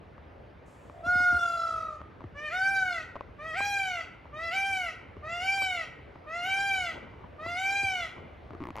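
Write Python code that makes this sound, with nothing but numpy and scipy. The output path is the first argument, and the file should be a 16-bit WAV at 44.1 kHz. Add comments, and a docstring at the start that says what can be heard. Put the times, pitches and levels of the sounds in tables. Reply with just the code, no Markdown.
"""Peacock calling among trees

A peacock high in a tree gives one long falling wail, then six arching screams: harmonics of a gliding pitch,
shaped by a throat response. Decaying noise tails answer for the limbs, the crown and a wood's edge.
Water flows far off over a low outdoor rumble, both one coloured noise; a faint hiss precedes the wail.
Close by, fingers knock, rub and creak on a hand-held camera's case, which rings in a few damped modes."""
import sys
import numpy as np
from scipy import signal
from scipy.fft import rfft, irfft, next_fast_len
from scipy.io import wavfile
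from scipy.ndimage import uniform_filter1d, map_coordinates

SR = 44100
rng = np.random.default_rng(int(sys.argv[2]) if len(sys.argv) > 2 else 0)


def dump_mix(stems):
    """Bounce the given channels to the path in sys.argv[1] as a 16-bit WAV at rate SR."""
    frames = np.atleast_2d(stems).T  # one column per channel
    limited = np.clip(frames, -1, 1)  # hard clip at full scale
    pcm = np.round(limited * 32767).astype(np.int16)
    wavfile.write(sys.argv[1], SR, pcm)


N = 388080

# Levels in the tables are relative: gains in the functions add to them.
# Distant water and rumble, spectral density: [f/Hz, level/dB per Hz]
HAZE_COLOUR = [(20, -49), (50, -2), (80, 1.5), (200, -10), (480, -8), (900, -14), (2000, -21.5),
               (2800, -28), (5700, -46.5), (7700, -59), (12000, -58.5), (15000, -67)]
# Course of the haze: [t/s, level/dB]
HAZE_LEVEL = [(0, -51), (4.498, -51), (8.8, -49)]
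# Correlation of the left and right noise: [f/Hz, likeness/1]
LIKENESS = [(50, 1), (150, 0.82), (400, 0.41), (1200, 0.27), (4000, 0.96)]
# Knocks on the case: [t/s, tick level/dB, thump level/dB]
KNOCKS = [(0.898, -51, -45), (1.064, -53, -34), (1.154, -65, -32.5), (1.203, -51, -37), (1.326, -57, -33),
          (1.345, -55, -36.5), (2.016, -49.5, -46), (2.207, -52.5, -43), (2.241, -54.5, -33.5),
          (3.209, -43.5, -51), (3.606, -44, -47), (5.168, -57.5, -37), (5.621, -44.5, -50),
          (6.158, -56.5, -52), (7.463, -47, -36), (7.832, -61, -34.5), (8.181, -56, -39), (8.507, -52, -38)]
# Stick-slip creaks of the grip:
# [start t/s, end t/s, slip rate/Hz, tick level/dB, low ring level/dB, brightness/(dB per octave)]
CREAKS = [(3.156, 3.168, 230, -36.5, -50, -6.5), (8.534, 8.558, 62, -45.5, -37, 0.5),
          (8.605, 8.633, 133, -44, -31, -1), (8.638, 8.712, 59.7, -39.5, -35, 5),
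          (8.757, 8.8, 108, -38, -60, 6)]
# Ringing modes of the case: [f/Hz, level/dB, t60/s]
CASE_MODES = [(623, -4.5, 0.035), (930, -1.5, 0.015), (1072, 6.5, 0.014), (2120, -0.5, 0.0063),
              (2810, -21, 0.0044)]
# Strokes of rubbing fingers: [t/s, length/s, level/dB]
RUBS = [(7, 0.12, -44), (7.241, 0.038, -47), (8.203, 0.091, -50.5), (8.53, 0.033, -53)]
# Spectral density of the rubbing: [f/Hz, level/dB per Hz]
RUB_COLOUR = [(40, -19), (120, -1), (550, -6.5), (900, -9), (1300, -16), (9000, -71)]
# Pitch of the wail: [t/s, f/Hz]
WAIL_PITCH = [(1.025, 644), (1.09, 712.6), (1.2, 718.3), (1.35, 705), (1.55, 678.4), (1.8, 649),
              (1.99, 600.5)]
# Strength of the wail: [t/s, second harmonic level/dB, overtone level/dB]
WAIL_STRENGTH = [(1.03, -50, -62), (1.088, -24.5, -45.5), (1.226, -24.5, -38), (1.336, -24.5, -44.5),
                 (1.558, -34.5, -51), (1.674, -30.5, -51.5), (1.93, -41.5, -58), (1.99, -51, -63)]
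# Screams, each a low note that breaks upward into an arch:
# [start t/s, break t/s, crest t/s, end t/s, low note f/Hz, f after the break/Hz, crest f/Hz,
#  second harmonic level at the crest/dB, overtone level at the crest/dB]
SCREAMS = [(2.341, 2.524, 2.71, 3.04, 609.6, 727, 782.5, -26, -40),
           (3.381, 3.564, 3.67, 4.04, 649, 787.4, 810.7, -35.5, -34.5),
           (4.322, 4.532, 4.677, 4.93, 670, 774.4, 786, -37.5, -33.5),
           (5.221, 5.429, 5.55, 5.86, 697.6, 765, 787.4, -38.5, -33),
           (6.259, 6.459, 6.65, 6.94, 699, 765.3, 793.8, -34, -32.5),
           (7.38, 7.579, 7.78, 8.09, 694.6, 759, 797.2, -37.5, -33)]
# The fundamental grows as the pitch climbs: [f/Hz, level/dB]
FUNDAMENTAL = [(570, -49.5), (710, -38.5), (800, -33.5)]
# Throat response above the second harmonic, beak nearly closed: [f/Hz, level/dB]
NARROW_THROAT = [(1900, 12), (2075, -13.5), (2135, 9.5), (2850, -5.5), (3130, -13), (3550, -5),
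                 (4300, -10.5), (6400, -14.5), (7800, -21.5), (9000, -25), (11000, -27), (12500, -34.5),
                 (15500, -50)]
# The same with the beak wide open: [f/Hz, level/dB]
OPEN_THROAT = [(1750, 7), (2050, 2.5), (2380, 3), (2600, -6.5), (2950, -1.5), (3250, -12.5), (3900, -16.5),
               (4700, -18.5), (7200, -24.5), (8600, -32.5), (11500, -34.5), (13200, -37), (15500, -49)]
# Decay time of the wood's answer: [f/Hz, t60/s]
WOOD_DECAY = [(600, 0.33), (2200, 0.84), (4000, 0.96), (15000, 0.062)]
# Phase difference of the bird's sound, left against right: [f/Hz, phase/rad]
PHASE_DIFFERENCE = [(1900, 0.5), (3000, 0.43), (5000, 0.58), (6000, -0.5), (7800, -0.1), (8200, 2),
                    (9000, 1.5), (13300, -2.5)]

TOP_HZ = 15800  # band limit
# light fidgeting: the firmest touch, and how much softer the lightest is
TOUCHES_PER_S = 2.5
TOUCH_TICK_DB, TOUCH_THUMP_DB, TOUCH_RANGE_DB = -55, -42, 12
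# a scream starts this share of the way from the resting pitch to its low note
REST_HZ, START_SHARE = 538, .33
# the low note tops out and bends before the break; the leap ends after it
LOW_NOTE_S, SAG_S, LEAP_S = .075, 0.0348, .025
# a wider leap follows a sag of this share of the excess, a narrower one a rise
SMOOTH_LEAP_HZ, SAG_SHARE = 81.9, 0.432
# the pitch sinks gently for this share of the fall, then steeply
SHOULDER_SHARE, SHOULDER_HZ, FALL_HZ = .46, 41.93, 174.4
# all screams are alike where the voice is slack
SLACK_HZ, SLACK_SECOND_DB, SLACK_OVERTONE_DB = 649, -42, -38.5
# the overtones start this far down and catch up with this time constant
ATTACK_DB, ATTACK_S = 17.5, 0.039


def amp(db):
    """Logarithmic level: decibels to amplitude gain."""
    return 10 ** (np.asarray(db) / 20)


def unit(x):
    """Normalisation: scale to rms 1."""
    return x / np.sqrt(np.mean(x ** 2) + 1e-20)


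def along(points, hz):
    """Logarithmic frequency axis: (f/Hz, value) points interpolated at hz."""
    f, v = np.transpose(points)
    return np.interp(np.log(hz + 1), np.log(f + 1), v)


def wobble(rate, size):
    """Band-limited randomness: a smooth random curve with rate knots a second."""
    knots = rng.standard_normal(int(size * rate / SR) + 4)
    return map_coordinates(knots, [np.arange(size) * rate / SR])


def glide(points, t):
    """Monotone cubic interpolation: a rounded curve through (t/s, value) points, level at each turn."""
    s, v = np.transpose(points)
    span = np.diff(s)
    step = np.diff(v) / span
    inner = 2 * np.maximum(step[:-1] * step[1:], 0) / (step[:-1] + step[1:] + 1e-9)
    slope = np.r_[step[0], inner, step[-1]]
    i = np.clip(np.searchsorted(s, t) - 1, 0, len(span) - 1)
    u = (t - s[i]) / span[i]
    bend = (1 - u) * (slope[i] - step[i]) - u * (slope[i + 1] - step[i])
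    return v[i] + span[i] * u * (step[i] + (1 - u) * bend)


def filtered(x, response):
    """Linear filtering: the spectrum of x times a response of frequency."""
    m = next_fast_len(N + SR // 2)
    return irfft(rfft(x, m) * response(np.fft.rfftfreq(m, 1 / SR)), m)[..., :N]


def add(track, s, sound):
    """Superposition: mix a sound into the track at time s."""
    room = track[..., round(s * SR):][..., :sound.shape[-1]]
    room += sound[..., :room.shape[-1]]


def rush(spectrum, patchy_db):
    """Coloured noise: a partly correlated stereo pair of rms 1, with random gain over time and frequency."""
    z = signal.stft(rng.standard_normal((2, N)), nperseg=512)[2]
    field = uniform_filter1d(rng.standard_normal(z.shape[1:]), size=5, axis=0)
    field = uniform_filter1d(field, size=12, axis=1)
    pair = signal.istft(z * amp(patchy_db * unit(field)), nperseg=512)[1][:, :N]

    def mid_side_response(hz):
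        # the likeness of left and right sets the share of mid and side
        turn = np.arccos(np.clip(along(LIKENESS, hz), -1, 1)) / 2
        return amp(along(spectrum, hz)) * np.array([np.cos(turn), np.sin(turn)])

    mid, side = filtered(pair, mid_side_response)
    return unit(np.array([mid + side, mid - side]))


def haze():
    """Broadband noise: distant water and a low rumble merge into one steady, patchy spectrum."""
    level_db = np.interp(np.arange(N) / SR, *np.transpose(HAZE_LEVEL))
    return amp(level_db) * rush(HAZE_COLOUR, patchy_db=1.5)


def touches():
    """Random contacts: light finger touches at uniformly random moments, in rows like the knocks."""
    when, tick, thump = rng.random((round(TOUCHES_PER_S * N / SR), 3)).T
    tick_db = TOUCH_TICK_DB - TOUCH_RANGE_DB * tick
    thump_db = TOUCH_THUMP_DB - TOUCH_RANGE_DB * thump
    return list(zip(when * N / SR, tick_db, thump_db))


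def case_tick(t, bright_db):
    """Modal excitation: a tiny crack sets off damped modes; hard contacts favour the high ones (dB an octave)."""
    ring = 0
    for hz, db, t60 in CASE_MODES:
        level = db + bright_db * np.log2(hz / 1000) + rng.normal(0, 2)
        ring = ring + amp(level - 60 * t / t60) * np.sin(2 * np.pi * hz * rng.normal(1, 0.07) * t)
    crack = amp(-13.5 + 2.7 * bright_db - 60 * t / 0.0032) * rng.standard_normal(len(t))
    return ring + crack


def fingertip_thump(t, thump_hz, thump_t60):
    """Damped oscillation: the fingertip's soft push swells after the tick and sinks in pitch."""
    cycles = np.cumsum(thump_hz * rng.normal(1, 0.11) * (1 + 5 * np.exp(-t / 0.00407))) / SR
    return np.sin(2 * np.pi * cycles) * amp(-60 * t / thump_t60) * (1 - np.exp(-t / 0.041))


def hollow_ring(t, ring_hz, ring_t60):
    """Damped resonance: one low hollow tone, its pitch different at each contact."""
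    return np.sin(2 * np.pi * ring_hz * rng.normal(1, 0.13) * t) * amp(-60 * t / ring_t60)


def rubbing():
    """Friction noise: coloured noise under bell-shaped strokes of the fingers."""
    clock = np.arange(N) / SR
    stroke = sum(amp(db) * np.exp(-2 * ((clock - s) / length) ** 2) for s, length, db in RUBS)
    return stroke * amp(3 * wobble(90, N)) * rush(RUB_COLOUR, patchy_db=2.5)


def handling(tick_db, thump_db, thump_hz, thump_t60, ring_hz, ring_t60, hollow_db):
    """Impact and stick-slip: fingers knock on the case, stick and slip on it, and rub across it."""
    track, t = np.zeros(N), np.arange(SR // 8) / SR
    for s, db, low_db in KNOCKS + touches():
        thump = amp(thump_db) * fingertip_thump(t, thump_hz, thump_t60)
        low = thump + amp(hollow_db) * hollow_ring(t, ring_hz, ring_t60)
        add(track, s, amp(db + tick_db) * case_tick(t, bright_db=-5.0) + amp(low_db) * low)
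    for start, end, rate, db, low_db, bright_db in CREAKS:
        for s in np.arange(start, end, 1 / rate):
            slip = amp(db) * case_tick(t, bright_db) + amp(low_db) * hollow_ring(t, ring_hz, ring_t60)
            add(track, s + rng.normal(0, 0.00032), slip)
    return track + rubbing()


def hiss(start, hz, db, t60):
    """Exponential decay: a faint high hiss comes up shortly before the wail and dies away."""
    age = np.maximum(np.arange(N) / SR - start, 0)
    colour = [(hz / 2, -12), (hz, 0), (TOP_HZ, -22)]
    envelope = amp(db - 60 * age / t60) * (1 - np.exp(-age / .01)) * (age > 0)
    return envelope * rush(colour, patchy_db=-2.5)


def croak(length, tone_hz, pulse_hz, db):
    """Amplitude modulation: a weak pulsing note while the syrinx starts to swing."""
    t = np.arange(0, length, 1 / SR)
    pulse_rate = pulse_hz * (1 + 0.28 * wobble(31, len(t)))
    pulses = np.sin(np.pi * np.cumsum(pulse_rate) / SR) ** 2
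    swell = np.sqrt(np.abs(np.sin(np.pi * t / length)))
    return amp(db) * swell * pulses * np.sin(2 * np.pi * tone_hz * t + wobble(60, len(t)))


def wail():
    """Prescribed contours: times, pitch and harmonic levels of the long falling wail."""
    t = np.arange(WAIL_PITCH[0][0], WAIL_PITCH[-1][0], 1 / SR)
    times, second_db, upper_db = np.transpose(WAIL_STRENGTH)
    return t, glide(WAIL_PITCH, t), np.interp(t, times, second_db), np.interp(t, times, upper_db)


def scream(start, leap, crest, end, low_hz, high_hz, crest_hz, crest_second_db, crest_overtone_db):
    """Common control: harmonic levels follow the pitch from a shared slack level to the scream's crest level."""
    t = np.arange(start, end, 1 / SR)
    pitch = glide([(start, REST_HZ + START_SHARE * (low_hz - REST_HZ)),
                   (leap - LOW_NOTE_S, low_hz),
                   (leap - SAG_S, low_hz - SAG_SHARE * (high_hz - low_hz - SMOOTH_LEAP_HZ)),
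                   (leap + LEAP_S, high_hz),
                   (crest, crest_hz),
                   (crest + SHOULDER_SHARE * (end - crest), crest_hz - SHOULDER_HZ),
                   (end, crest_hz - FALL_HZ)], t)
    effort = (pitch - SLACK_HZ) / (crest_hz - SLACK_HZ)
    second_db = SLACK_SECOND_DB + effort * (crest_second_db - SLACK_SECOND_DB)
    upper_db = SLACK_OVERTONE_DB + effort * (crest_overtone_db - SLACK_OVERTONE_DB)
    return t, pitch, second_db, upper_db - ATTACK_DB * np.exp((start - t) / ATTACK_S)


def call(t, pitch, second_db, upper_db, jitter, rasp, shimmer_db, beat_depth, dull_db, body_db, fading_db,
         second_gain_db, overtone_db):
    """Source and filter: the syrinx's harmonics pass the throat, cleanest at the top pitch, rough when slack."""
    size = len(t)
    slack = np.clip((pitch.max() - pitch) / 140, 0, 1)
    sinking = slack * (t > t[np.argmax(pitch)])
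    breaking = np.clip(np.gradient(pitch) * SR / 2500, 0, 1) ** 2
    unsteady = jitter * ((0.39 + slack) * wobble(170, size) + 0.2 * wobble(900, size))
    phase = 2 * np.pi * np.cumsum(pitch * (1 + unsteady)) / SR
    k = np.arange(1, 25)[:, None]  # harmonic numbers
    upper_k = k[2:]

    # a nearly closed beak favours the second harmonic and reshapes the overtones
    narrow = np.clip((second_db - upper_db) / 17, 0, 1)
    throat_db = narrow * along(NARROW_THROAT, upper_k * pitch)
    throat_db = throat_db + (1 - narrow) * along(OPEN_THROAT, upper_k * pitch)
    # slackness tilts the overtones by dull_db an octave: duller if positive, brighter if negative
    overtones = amp(throat_db - dull_db * slack * np.log2(upper_k))
    overtones *= amp(upper_db + overtone_db) / np.linalg.norm(overtones, axis=0)
    fundamental = amp(along(FUNDAMENTAL, pitch) + body_db - fading_db * sinking)
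    sizes = np.vstack([fundamental, amp(second_db + second_gain_db), overtones])

    # strength wavers more in higher harmonics, up to the fifth
    waver = np.array([wobble(35.12, size) + 0.41 * wobble(8.97, size) for _ in k])
    sizes *= amp(shimmer_db * np.minimum(k / 5, 1) ** 2 * waver)
    partials = np.sqrt(2) * sizes * np.sin(k * phase + rng.uniform(0, 2 * np.pi, k.shape))

    # where the voice is slack, breaks upward or sinks, the overtones scatter into noise
    chaos = rasp * (slack + sinking ** 2) + .6 * breaking
    scatter = np.array([wobble(750, size) for _ in upper_k])
    partials[2:] *= (1 + chaos * scatter) / np.hypot(1, chaos)
    # as the pitch sinks the level beats, as where echoes overlap the gliding call, the fundamental least
    beat = np.sin(2 * np.pi * np.cumsum(46 + 6 * wobble(22.73, size)) / SR)
    partials *= 1 + beat_depth * np.minimum(k / 2, 1) * np.sqrt(sinking) * beat
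    fade = np.clip(np.minimum((t - t[0]) / 0.018, (t[-1] - t) / 0.034), 0, 1)
    return partials.sum(axis=0) * fade


def peacock():
    """Voiced sound: a croak leads into the wail, and the screams follow."""
    track = np.zeros(N)
    add(track, .92, croak(length=0.25, tone_hz=673, pulse_hz=57.0, db=-41))
    cry = call(*wail(), jitter=0.01, rasp=0.66, shimmer_db=3.0, beat_depth=0.88, dull_db=-1, body_db=0.5,
               fading_db=7.0, second_gain_db=0, overtone_db=-4.0)
    add(track, WAIL_PITCH[0][0], cry)
    for row in SCREAMS:
        cry = call(*scream(*row), jitter=0.0035, rasp=0.017, shimmer_db=4.0, beat_depth=0.36, dull_db=4.5,
                   body_db=-1.0, fading_db=1.5, second_gain_db=-0.5, overtone_db=-2.0)
        add(track, row[0], cry)
    return track


def trees(x, near_db, far_db, near_t60, crown_db, crown_t60, width, limb_hz, dull_hz):
    """Scattering: nearby limbs and the crown return the treble at once, the wood behind a long, duller tail."""
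    hz, t, z = signal.stft(rng.standard_normal((2, SR)), SR, nperseg=256)
    decay = amp(-60 * t / along(WOOD_DECAY, hz)[:, None]) * (1 - np.exp(-t / 0.0037))
    far = signal.istft(z * decay, SR, nperseg=256)[1]
    t = np.arange(far.shape[1]) / SR
    limbs_and_crown = amp(-60 * t / near_t60) + amp(crown_db - 60 * t / crown_t60)
    near = rng.standard_normal(far.shape) * limbs_and_crown * (t > .002)

    def answer(tail):
        return signal.fftconvolve(x[None], tail / np.linalg.norm(tail[0]), axes=1)[:, :N]

    # thin limbs throw back short waves only; foliage swallows them on the long way round
    scatter = filtered(answer(near), lambda hz: hz ** 3 / (hz ** 3 + limb_hz ** 3))
    distant = filtered(answer(far), lambda hz: 1 / np.hypot(1, (hz / dull_hz) ** 3))
    mid, side = amp(near_db) * scatter + amp(far_db) * distant
    return np.array([mid + width * side, mid - width * side])


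def stereo_phase(pair):
    """Stereo phase: left and right differ by a phase that varies with frequency."""
    half_turn = .5j * np.array([[1], [-1]])
    return filtered(pair, lambda hz: np.exp(half_turn * along(PHASE_DIFFERENCE, hz)))


def scene():
    """Superposition of sources: the bird straight ahead among the trees, the hand, the haze and the hiss."""
    bird = peacock()
    echoes = trees(bird, near_db=5, far_db=-10.5, near_t60=0.24, crown_db=2.0, crown_t60=0.35,
                   width=0.25, limb_hz=2590, dull_hz=3130)
    hand = handling(tick_db=9.5, thump_db=13.0, thump_hz=83.0, thump_t60=0.11,
                    ring_hz=324, ring_t60=0.037, hollow_db=-2.0)
    # soft skin takes the edge off every contact, and the hand lies nearer the left
    hand = filtered(hand, lambda hz: 1 / (1 + (hz / 5000) ** 2)) * amp([[1], [-1]])
    return stereo_phase(bird + echoes) + hand + haze() + hiss(start=.655, hz=7500, db=-71.5, t60=2.4)


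def record(dry):
    """Band limitation: the camera keeps nothing above its band limit."""
    return filtered(dry, lambda hz: hz < TOP_HZ)


dry = scene()
out = record(dry)
dump_mix(out)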